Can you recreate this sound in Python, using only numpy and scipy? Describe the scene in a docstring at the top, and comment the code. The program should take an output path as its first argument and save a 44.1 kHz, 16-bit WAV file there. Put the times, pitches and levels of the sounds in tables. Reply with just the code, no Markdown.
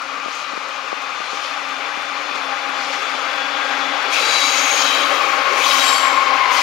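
"""At a yard fence, diesel locomotives with a freight train approach and pass, mostly on the left.
Rough wheels roar on the rails, traction gears howl, machinery hums and turbochargers whistle.
Close by, flanges grind on the rail and set the wheels ringing. A faint tick repeats.
A short clank sounds at the start. Wind eddies pop on the left microphone port."""
import sys
import numpy as np
from scipy import signal
from scipy.fft import rfft, irfft, next_fast_len
from scipy.io import wavfile

SR = 44100
rng = np.random.default_rng(int(sys.argv[2]) if len(sys.argv) > 2 else 0)


def pcm_store(signal):
    """Save signal as 16-bit PCM."""
    levels = np.round(np.clip(np.atleast_2d(signal), -1, 1) * 32767)
    wavfile.write(sys.argv[1], SR, levels.astype(np.int16).T)


N = 292148
T = np.arange(N) / SR
FFT_SIZE = next_fast_len(N + SR // 10, real=True)
FREQ = np.fft.rfftfreq(FFT_SIZE, 1 / SR)
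SPEED_M_S, TRACK_M, FRONT_ABREAST_S = 15, 24, 5.235

# Table levels are relative.
# wheel-rail roar spectrum (frequency [Hz], level [dB])
ROAR = [(300, -49), (550, -9.5), (680, -6.5), (850, -1.5), (930, -6), (1060, -1), (1180, -1.5), (1420, 0.5),
        (1780, -4), (2050, -3.5), (2400, -3.5), (3000, -8.5), (3800, -12), (4500, -15), (7000, -25.5),
        (8000, -38.5), (15000, -44.5)]
# track bed spectrum (frequency [Hz], level [dB])
RUMBLE = [(25, -63), (50, -53), (75, -35), (120, -33), (170, -23), (230, -26), (310, -5), (430, 0),
          (560, 9), (750, -20), (1200, -24)]
# axles over track dips (time [s], level [dB])
THUDS = [(3.0, -44), (4.06, -41), (4.22, -33), (4.73, -31), (4.99, -30.5), (5.14, -29.5), (5.522, -27.5),
         (6.1, -33.5), (6.25, -34.5)]
ROAR_DB, RUMBLE_DB, THUD_RISE_S, THUD_T60_S = -21.5, -37, 0.037, 1

# driven bogies (abreast [s], mesh [Hz], width [Hz], beam half-width [m], level abreast [dB])
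BOGIES = [(5.12, 1226, 150, 9.9, -28.5), (5.4, 1084, 34, 10.6, -27), (5.92, 1090, 80, 10.3, -26),
          (6.28, 1072, 30, 8, -22.5), (6.52, 1019, 80, 3.7, -23.5)]
# traction motors (mesh rate [ratio], level [dB])
MOTORS = [(.965, -8.5), (1, -1.5), (1.025, -6.5)]
# gears of the rear units (mesh [Hz], width [Hz], level [dB])
REAR_GEARS = [(1400, 110, -44), (1210, 100, -35.5), (1125, 100, -39.5)]
# a short clank at the start, then howl surges (time [s], length [s], pitch [Hz], level [dB])
CLANK_AND_SURGES = [(.022, .014, 1350, -29), (5.135, .03, 1240, -23), (5.2, .03, 1160, -23),
                    (5.475, .034, 1082, -19), (5.725, .13, 1066, -25.5), (6.083, .035, 1060, -20),
                    (6.182, .04, 1065, -20)]
NEAR_STEADY, FAR_STEADY, GEAR_WANDER, OFF_BEAM_DB = 1.2, .45, .007, -18.5

# flange contacts (start [s], full [s], release [s], t60 [s], level [dB])
RUBS = [(0.2, 0.354, 0.41, 0.37, -54.5), (1.093, 1.37, 1.45, 1.3, -54), (2.712, 2.92, 2.78, 2.4, -49),
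        (4.093, 4.135, 4.88, 2.34, -42.5), (5.487, 5.726, 5.81, 1.06, -37.5), (6.495, 6.534, 7, 0.82, -43)]
# flange rasp spectrum (frequency [Hz], level [dB])
RASP = [(1200, -38), (2150, 2), (2500, 4.5), (2900, 2), (3250, 5), (3650, -2.5), (4000, 0), (4700, -0.5),
        (5200, -2.5), (6700, -4), (7800, -17.5), (10000, -25)]
# flange hiss spectrum (frequency [Hz], level [dB])
HISS = [(3000, -36), (6000, 8.5), (8600, 0.5), (9800, 1), (11300, -2.5), (13500, -0.5), (15700, -6)]
# flange bites (time [s], pitch [Hz], level [dB])
BITES = [(4.135, 2490, -23), (5.6, 2380, -26), (6.54, 2450, -29)]
LIGHT_RUB_DB, BITE_WIDTH_HZ, BITE_RISE_S, BITE_T60_S = -58, 420, .02, .7
AIR_HZ, AIR_DB_PER_M = 10300, 1

# modes of six wheels (frequency [Hz], width [Hz], level [dB])
WHEEL_A = [(3840, 110, -34), (3940, 18, -31.5), (3984, 14, -32), (4560, 110, -37), (4850, 110, -38),
           (6616, 60, -43), (6970, 50, -46), (7510, 50, -50), (8360, 60, -51), (8882, 40, -51)]
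WHEEL_B = [(3890, 120, -39), (4635, 70, -47), (5720, 50, -43), (6490, 140, -41), (6560, 120, -41),
           (6609, 32, -35.5), (6671, 36, -38), (6950, 70, -48), (7520, 70, -52), (8403, 60, -52),
           (9286, 40, -53), (10200, 120, -54), (10750, 60, -60), (11860, 60, -60), (13507, 60, -61)]
WHEEL_C = [(3170, 70, -37), (3260, 80, -37), (3850, 40, -39), (4517, 30, -36.5), (5238, 30, -39.5),
           (6040, 28, -39), (7434, 45, -32.5), (7888, 35, -46.5), (8323, 70, -44.5), (9200, 45, -49),
           (10056, 45, -48.5), (10220, 45, -52), (10648, 40, -53), (10912, 45, -49), (11014, 40, -53),
           (11612, 40, -53), (12170, 45, -55), (12554, 55, -56), (13544, 80, -57), (14163, 60, -59)]
WHEEL_D = [(2530, 110, -37), (3068, 50, -38), (3137, 26, -31.5), (3400, 100, -38), (3860, 40, -33.5),
           (3940, 70, -39), (4635, 50, -43)]
WHEEL_E = [(3075, 60, -36), (3854, 20, -32), (4780, 80, -42), (5150, 90, -42), (6995, 70, -43),
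           (8700, 90, -51)]
WHEEL_F = [(2060, 90, -40), (2204, 16, -34), (2310, 36, -36)]
# near squeals (wheel modes, start [s], full [s], release [s], t60 [s], level [dB])
NEAR_SQUEALS = [(WHEEL_A, 4.14, 4.33, 4.44, .45, 4.2), (WHEEL_F, 4.05, 4.3, 4.7, .4, 2),
                (WHEEL_B, 4.23, 4.56, 4.83, .6, 3.3), (WHEEL_D, 4.74, 4.85, 5.03, .75, 1.2),
                (WHEEL_E, 5.6, 5.78, 5.9, .6, 2.5), (WHEEL_C, 5.76, 5.88, 5.96, .75, 3.2)]
# distant squeals (start [s], end [s], first pitch [Hz], last pitch [Hz], level [dB])
FAR_SQUEALS = [(.36, .56, 3980, 3920, -46), (1, 1.55, 4200, 4130, -46), (2.05, 2.6, 4150, 4280, -46.5),
               (1.7, 2.3, 10200, 10300, -66), (2.2, 2.65, 10300, 10480, -63)]
SQUEAL_STEADY, SQUEAL_WAVER = .6, .0015

# machinery fundamental (time [s], pitch [Hz])
HUM_PITCH = [(0, 270.5), (2.5, 269.7), (4, 268.5), (5.2, 266.8), (6.62, 264.5)]
# hum lines of each unit (harmonic, width [Hz], level [dB])
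FIRST_UNIT_LINES = [(1, 4.7, -0.5), (2, 12, 0), (4, 23, -5)]
SECOND_UNIT_LINES = [(1, 11.2, -1.25), (2, 21, -4), (3, 15, 1)]
# hum swells; only rows for harmonics 3 and 6 sound, rows for the fundamental are unused (harmonic, start [s],
# full [s], release [s], level [dB])
HUM_SWELLS = [(3, 0.3, 1.8, 2.14, -42.5), (3, 2.45, 2.52, 2.95, -35.5), (1, 1.55, 1.7, 1.85, -49.5),
              (1, 3.05, 3.3, 3.6, -41.5), (3, 3.05, 3.4, 4.1, -35), (6, 3.35, 3.42, 4, -36.5),
              (1, 4.95, 5.1, 6.15, -37.5), (3, 6.08, 6.18, 6.48, -30)]
HUM_DB, THIRD_DB, SIXTH_DB, SWELL_T60_S = -42.5, -36.5, -43.5, 1.8
# whistle, one curve per turbocharger (time [s], pitch [Hz], level [dB])
TURBOS = [
    [(0, 3550, -60), (.8, 3540, -55), (1.05, 3538, -45), (1.5, 3530, -46), (2.2, 3500, -43),
     (2.7, 3468, -40), (3.1, 3460, -41), (3.5, 3388, -37), (3.8, 3365, -38), (4, 3320, -41),
     (5.4, 3228, -41), (6.62, 3080, -41)],
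    [(3.2, 3505, -65), (3.5, 3495, -43), (3.8, 3480, -37.5), (4.2, 3470, -40), (4.8, 3440, -60)],
]
# exhaust spectrum (frequency [Hz], level [dB])
EXHAUST = [(40, -44), (85, -12), (130, -2.5), (185, 0), (260, 3), (400, -3.5)]
EXHAUST_DB = -54.5

# wind eddies (time [s], pitch [Hz], level [dB])
POPS = [(.261, 560, -11), (.284, 651, -12), (.535, 280, -19), (.577, 400, -12.5), (0.93, 650, -5),
        (1.205, 420, -14.5), (1.333, 330, -19), (1.975, 360, -17), (2.314, 380, -19), (2.356, 352, -19),
        (2.694, 353, -19), (3.151, 350, -18)]
# port response to eddies (frequency [Hz], gain [dB])
PORT = [(50, -34), (110, -22), (220, -2), (400, 0)]
# tick spectrum (frequency [Hz], level [dB])
TICK = [(2000, -18), (5000, 10), (7000, 7), (9000, 1.5), (15000, -11)]
TICK_START_S, TICK_PERIOD_S = .018, .334

# right port against left (frequency [Hz], gain [dB])
RIGHT_PORT = [(60, -8), (110, -4.5), (200, -3), (380, -10.5), (700, -12.5), (1290, -12.5), (2380, -12),
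              (4400, -6), (8000, -9), (15000, -6.5)]
# scattered share at the right port (frequency [Hz], share [dB])
SCATTER = [(60, 0), (130, -2), (290, -2.5), (640, -16), (1400, -1.5), (3100, -2), (6800, -1), (15000, 0.5)]
SWING_DB, SWING_S = 3, 5.3  # right port dips as the first unit passes
CEILING, TOP_HZ = .97, 15700


def rolling():
    """Rough treads make rails and wheels roar; the track bed rumbles under load, thuds under axles."""
    roar = rush(ROAR, flicker_db=1, rate_hz=40) * undb(ROAR_DB) * approach()
    thud_power = sum((undb(db) * envelope(s - THUD_RISE_S, s, s, THUD_T60_S)) ** 2 for s, db in THUDS)
    load = np.sqrt((undb(RUMBLE_DB) * approach()) ** 2 + thud_power)
    return roar + rush(RUMBLE, flicker_db=2.5, rate_hz=35) * load


def traction():
    """Gear howl beams sideways: each bogie swells and sinks in pitch as it passes. Rear units blur."""
    out = sum(gears(hz, width_hz, FAR_STEADY) * undb(db) for hz, width_hz, db in REAR_GEARS)
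    for abreast_s, hz, width_hz, beam_m, db in BOGIES:
        along_m = ahead_m(abreast_s)
        closing_m_s = SPEED_M_S * along_m / np.hypot(along_m, TRACK_M)
        doppler = 1 / (1 - closing_m_s / 343)
        beam_db = OFF_BEAM_DB * (1 - np.exp(-(along_m / beam_m) ** 2))
        out += gears(hz * doppler, width_hz, NEAR_STEADY) * undb(db + beam_db) * nearness(along_m)
    return out


def gears(hz, width_hz, steady):
    """Traction motors beat against each other and throb as the shafts turn."""
    hz = hz * (1 + GEAR_WANDER * walk(7))
    mesh = sum(undb(db) * ring(hz * ratio, width_hz, steady) for ratio, db in MOTORS)
    octave = ring(2.03 * hz, 70) * undb(-7)
    throb = 1 + .16 * ring(38, 25)
    return (mesh + octave) * throb


def clank_and_surges():
    """A short clank at the start, then brief surges of the gear howl."""
    return sum(ring(hz, 50, steady=1.5) * undb(db) * np.exp(-(2 * (T - s) / length_s) ** 2)
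               for s, length_s, hz, db in CLANK_AND_SURGES)


def flanges():
    """Rubbing rasps and, pressed harder, hisses; a hard contact opens with a scrape."""
    rub_power = sum((undb(db) * envelope(*shape)) ** 2 for *shape, db in RUBS)
    rub_db = 10 * np.log10((undb(LIGHT_RUB_DB) * approach() ** 0.22) ** 2 + rub_power)
    rasp = rush(RASP, flicker_db=2, rate_hz=45, ripple_db=0.9) * undb(np.minimum(rub_db, -41) + 17)
    hiss = rush(HISS, flicker_db=1.2, rate_hz=100, ripple_db=3.8) * undb(rub_db + 5.5)
    bites = sum(ring(hz, BITE_WIDTH_HZ) * undb(db) * envelope(s - BITE_RISE_S, s, s, BITE_T60_S)
                for s, hz, db in BITES)
    return rasp + through_air(hiss) + bites


def squeals():
    """Rubbed wheels sing in their modes and ring out; distant ones swell and glide faintly."""
    out = 0
    for modes, *shape, squeal_db in NEAR_SQUEALS:
        waver = 1 + SQUEAL_WAVER * walk(25)  # contact point shifts
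        wheel = sum(undb(db) * ring(hz * waver, width_hz, SQUEAL_STEADY) for hz, width_hz, db in modes)
        out += envelope(*shape) * wheel * undb(squeal_db)
    for start_s, end_s, first_hz, last_hz, db in FAR_SQUEALS:
        progress = np.clip((T - start_s) / (end_s - start_s), 0, 1)
        hz = (first_hz + (last_hz - first_hz) * progress) * (1 + .006 * walk(14))
        out += ring(hz, first_hz / 50) * np.sin(np.pi * progress) * undb(db)
    return out


def machinery():
    """Two units hum at slightly different speeds; the first one's harmonics 3 and 6 swell at times."""
    hz, = curves(HUM_PITCH)
    distance_gain = nearness(ahead_m(FRONT_ABREAST_S)) ** 1.13
    first = sum(undb(db) * ring(round(k) * hz, width_hz, steady=1)
                for k, width_hz, db in FIRST_UNIT_LINES)
    second = sum(undb(db) * ring(round(k) * hz * 1.075, width_hz, steady=0.98)
                 for k, width_hz, db in SECOND_UNIT_LINES)
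    out = (first + second) * undb(HUM_DB) * distance_gain
    for harmonic, base_db in (3, THIRD_DB), (6, SIXTH_DB):
        swell_power = sum((undb(db) * envelope(*shape, SWELL_T60_S)) ** 2
                          for k, *shape, db in HUM_SWELLS if k == harmonic)
        gain = np.sqrt((undb(base_db) * distance_gain) ** 2 + swell_power)
        out += ring(harmonic * hz, 14, steady=1) * gain
    return out


def turbochargers():
    """Two whistles, slowly falling in pitch."""
    return sum(ring(hz + 9 * walk(8), 30, steady=1) * undb(db) for hz, db in map(curves, TURBOS))


def exhaust():
    """Dull drone, growing on approach."""
    return rush(EXHAUST, flicker_db=1, rate_hz=25) * undb(EXHAUST_DB) * approach() ** 0.56


def wind_pops():
    """Each eddy is one pressure swing, down then up; the port passes little of its bass."""
    out = np.zeros(N)
    for s, hz, db in POPS:
        phase = 2 * np.pi * hz * (T - s)
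        out += undb(db) * phase * np.exp((1 - np.minimum(phase ** 2, 200)) / 2)
    return filtered(out, response(PORT))


def ticks():
    """Thin, dry tick, three a second."""
    age_s = (T - TICK_START_S) % TICK_PERIOD_S
    return rush(TICK, flicker_db=2, rate_hz=200) * np.exp(-age_s / .005) * undb(-39.5)


def through_air(x):
    """Air absorbs the top treble while the train is distant."""
    treble = filtered(x, 1 - 1 / (1 + (FREQ / AIR_HZ) ** 8))
    extra_m = TRACK_M / approach() - TRACK_M
    return x - treble * (1 - undb(-AIR_DB_PER_M * extra_m))


def ahead_m(abreast_s):
    """Track left to cover until abreast."""
    return SPEED_M_S * (abreast_s - T)


def nearness(along_m):
    """Inverse-distance gain; 1 abreast."""
    return TRACK_M / np.hypot(along_m, TRACK_M)


def approach():
    """Gain of the long train: rises until its front is abreast, then holds."""
    return nearness(np.maximum(ahead_m(FRONT_ABREAST_S), 0))


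def rush(spectrum, flicker_db, rate_hz, ripple_db=0., bands=5):
    """Noise in interleaved bands that flicker independently; ripple is the small resonances of steel."""
    knots = rng.standard_normal(512)
    ripple = np.interp(FREQ, np.linspace(0, SR / 2, len(knots)), knots)
    roll_off = np.minimum(spectrum[-1][0] / (FREQ + 1), 1) ** 2
    bins = rfft(rng.standard_normal(FFT_SIZE)) * response(spectrum) * roll_off * undb(ripple_db * ripple)
    band = (2 * np.log2(FREQ + 1)).astype(int) % bands
    return unit(sum(irfft(bins * (band == k), FFT_SIZE)[:N] * undb(flicker_db * walk(rate_hz))
                    for k in range(bands)))


def ring(hz, width_hz, steady=0., hop=64):
    """Resonance driven by random pushes; steady adds a self-sustained tone."""
    pushes = rng.standard_normal((N // hop + 2, 2)) @ [1, 1j]
    pole = np.exp(-2 * np.pi * width_hz * hop / SR)
    swing = unit(signal.lfilter([1], np.poly([pole, pole]), pushes)) + steady
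    swing = np.interp(np.arange(N) / hop, np.arange(len(swing)), swing)
    phase = 2 * np.pi * np.cumsum(np.broadcast_to(hz, N)) / SR
    return unit(np.real(swing * np.exp(1j * phase)))


def walk(rate_hz):
    """Smooth random drift, rms 1."""
    knots = rng.standard_normal(4096)
    return unit(np.interp(T * rate_hz, np.arange(len(knots)), knots))


def envelope(start_s, full_s, release_s, t60_s):
    """Linear rise, hold, exponential fade."""
    rise = np.clip((T - start_s) / max(full_s - start_s, 1e-3), 0, 1)
    return rise * undb(-60 * np.maximum(T - release_s, 0) / t60_s)


def curves(rows):
    """Columns of a time table, per sample."""
    s, *columns = np.transpose(rows)
    return [np.interp(T, s, column) for column in columns]


def response(points):
    """Gain per bin from (frequency [Hz], level [dB]) points."""
    hz, db = np.transpose(points)
    return undb(np.interp(np.log(FREQ + 1), np.log(hz), db))


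def filtered(x, gain):
    """Apply a gain per bin."""
    return irfft(rfft(x, FFT_SIZE) * gain, FFT_SIZE)[:N]


def undb(db):
    """Decibels to gain."""
    return 10 ** (np.asarray(db) / 20)


def unit(x):
    """Scale to rms 1."""
    return x / np.sqrt(np.mean(np.abs(x) ** 2))


def scene():
    """The left port faces the train; the right gets less, partly scattered by ground and bridge."""
    train = rolling() + machinery() + turbochargers() + exhaust() + traction()
    train = (train + clank_and_surges() + flanges() + squeals() + ticks()) * undb(5.5)
    echoes = rng.standard_normal(N) * np.exp(-T / .05)
    scattered = signal.fftconvolve(train, echoes / np.linalg.norm(echoes))[:N]
    share = np.clip(response(SCATTER), 0, 1)
    right = filtered(train, np.sqrt(1 - share ** 2) * response(RIGHT_PORT))
    right += filtered(scattered, share * response(RIGHT_PORT))
    right *= undb(-SWING_DB * nearness(ahead_m(SWING_S)) ** 2)
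    wind = wind_pops()
    return np.array([train + wind, right - undb(-9.5) * wind])


def record(dry):
    """The recorder rounds the highest peaks, then cuts deep bass and top."""
    rounded = dry / (1 + (dry / CEILING) ** 8) ** (1 / 8)
    thin = signal.sosfilt(signal.butter(2, 60, "high", fs=SR, output="sos"), rounded)
    return signal.sosfilt(signal.ellip(10, .2, 80, TOP_HZ, fs=SR, output="sos"), thin)


dry = scene()
out = record(dry)
pcm_store(out)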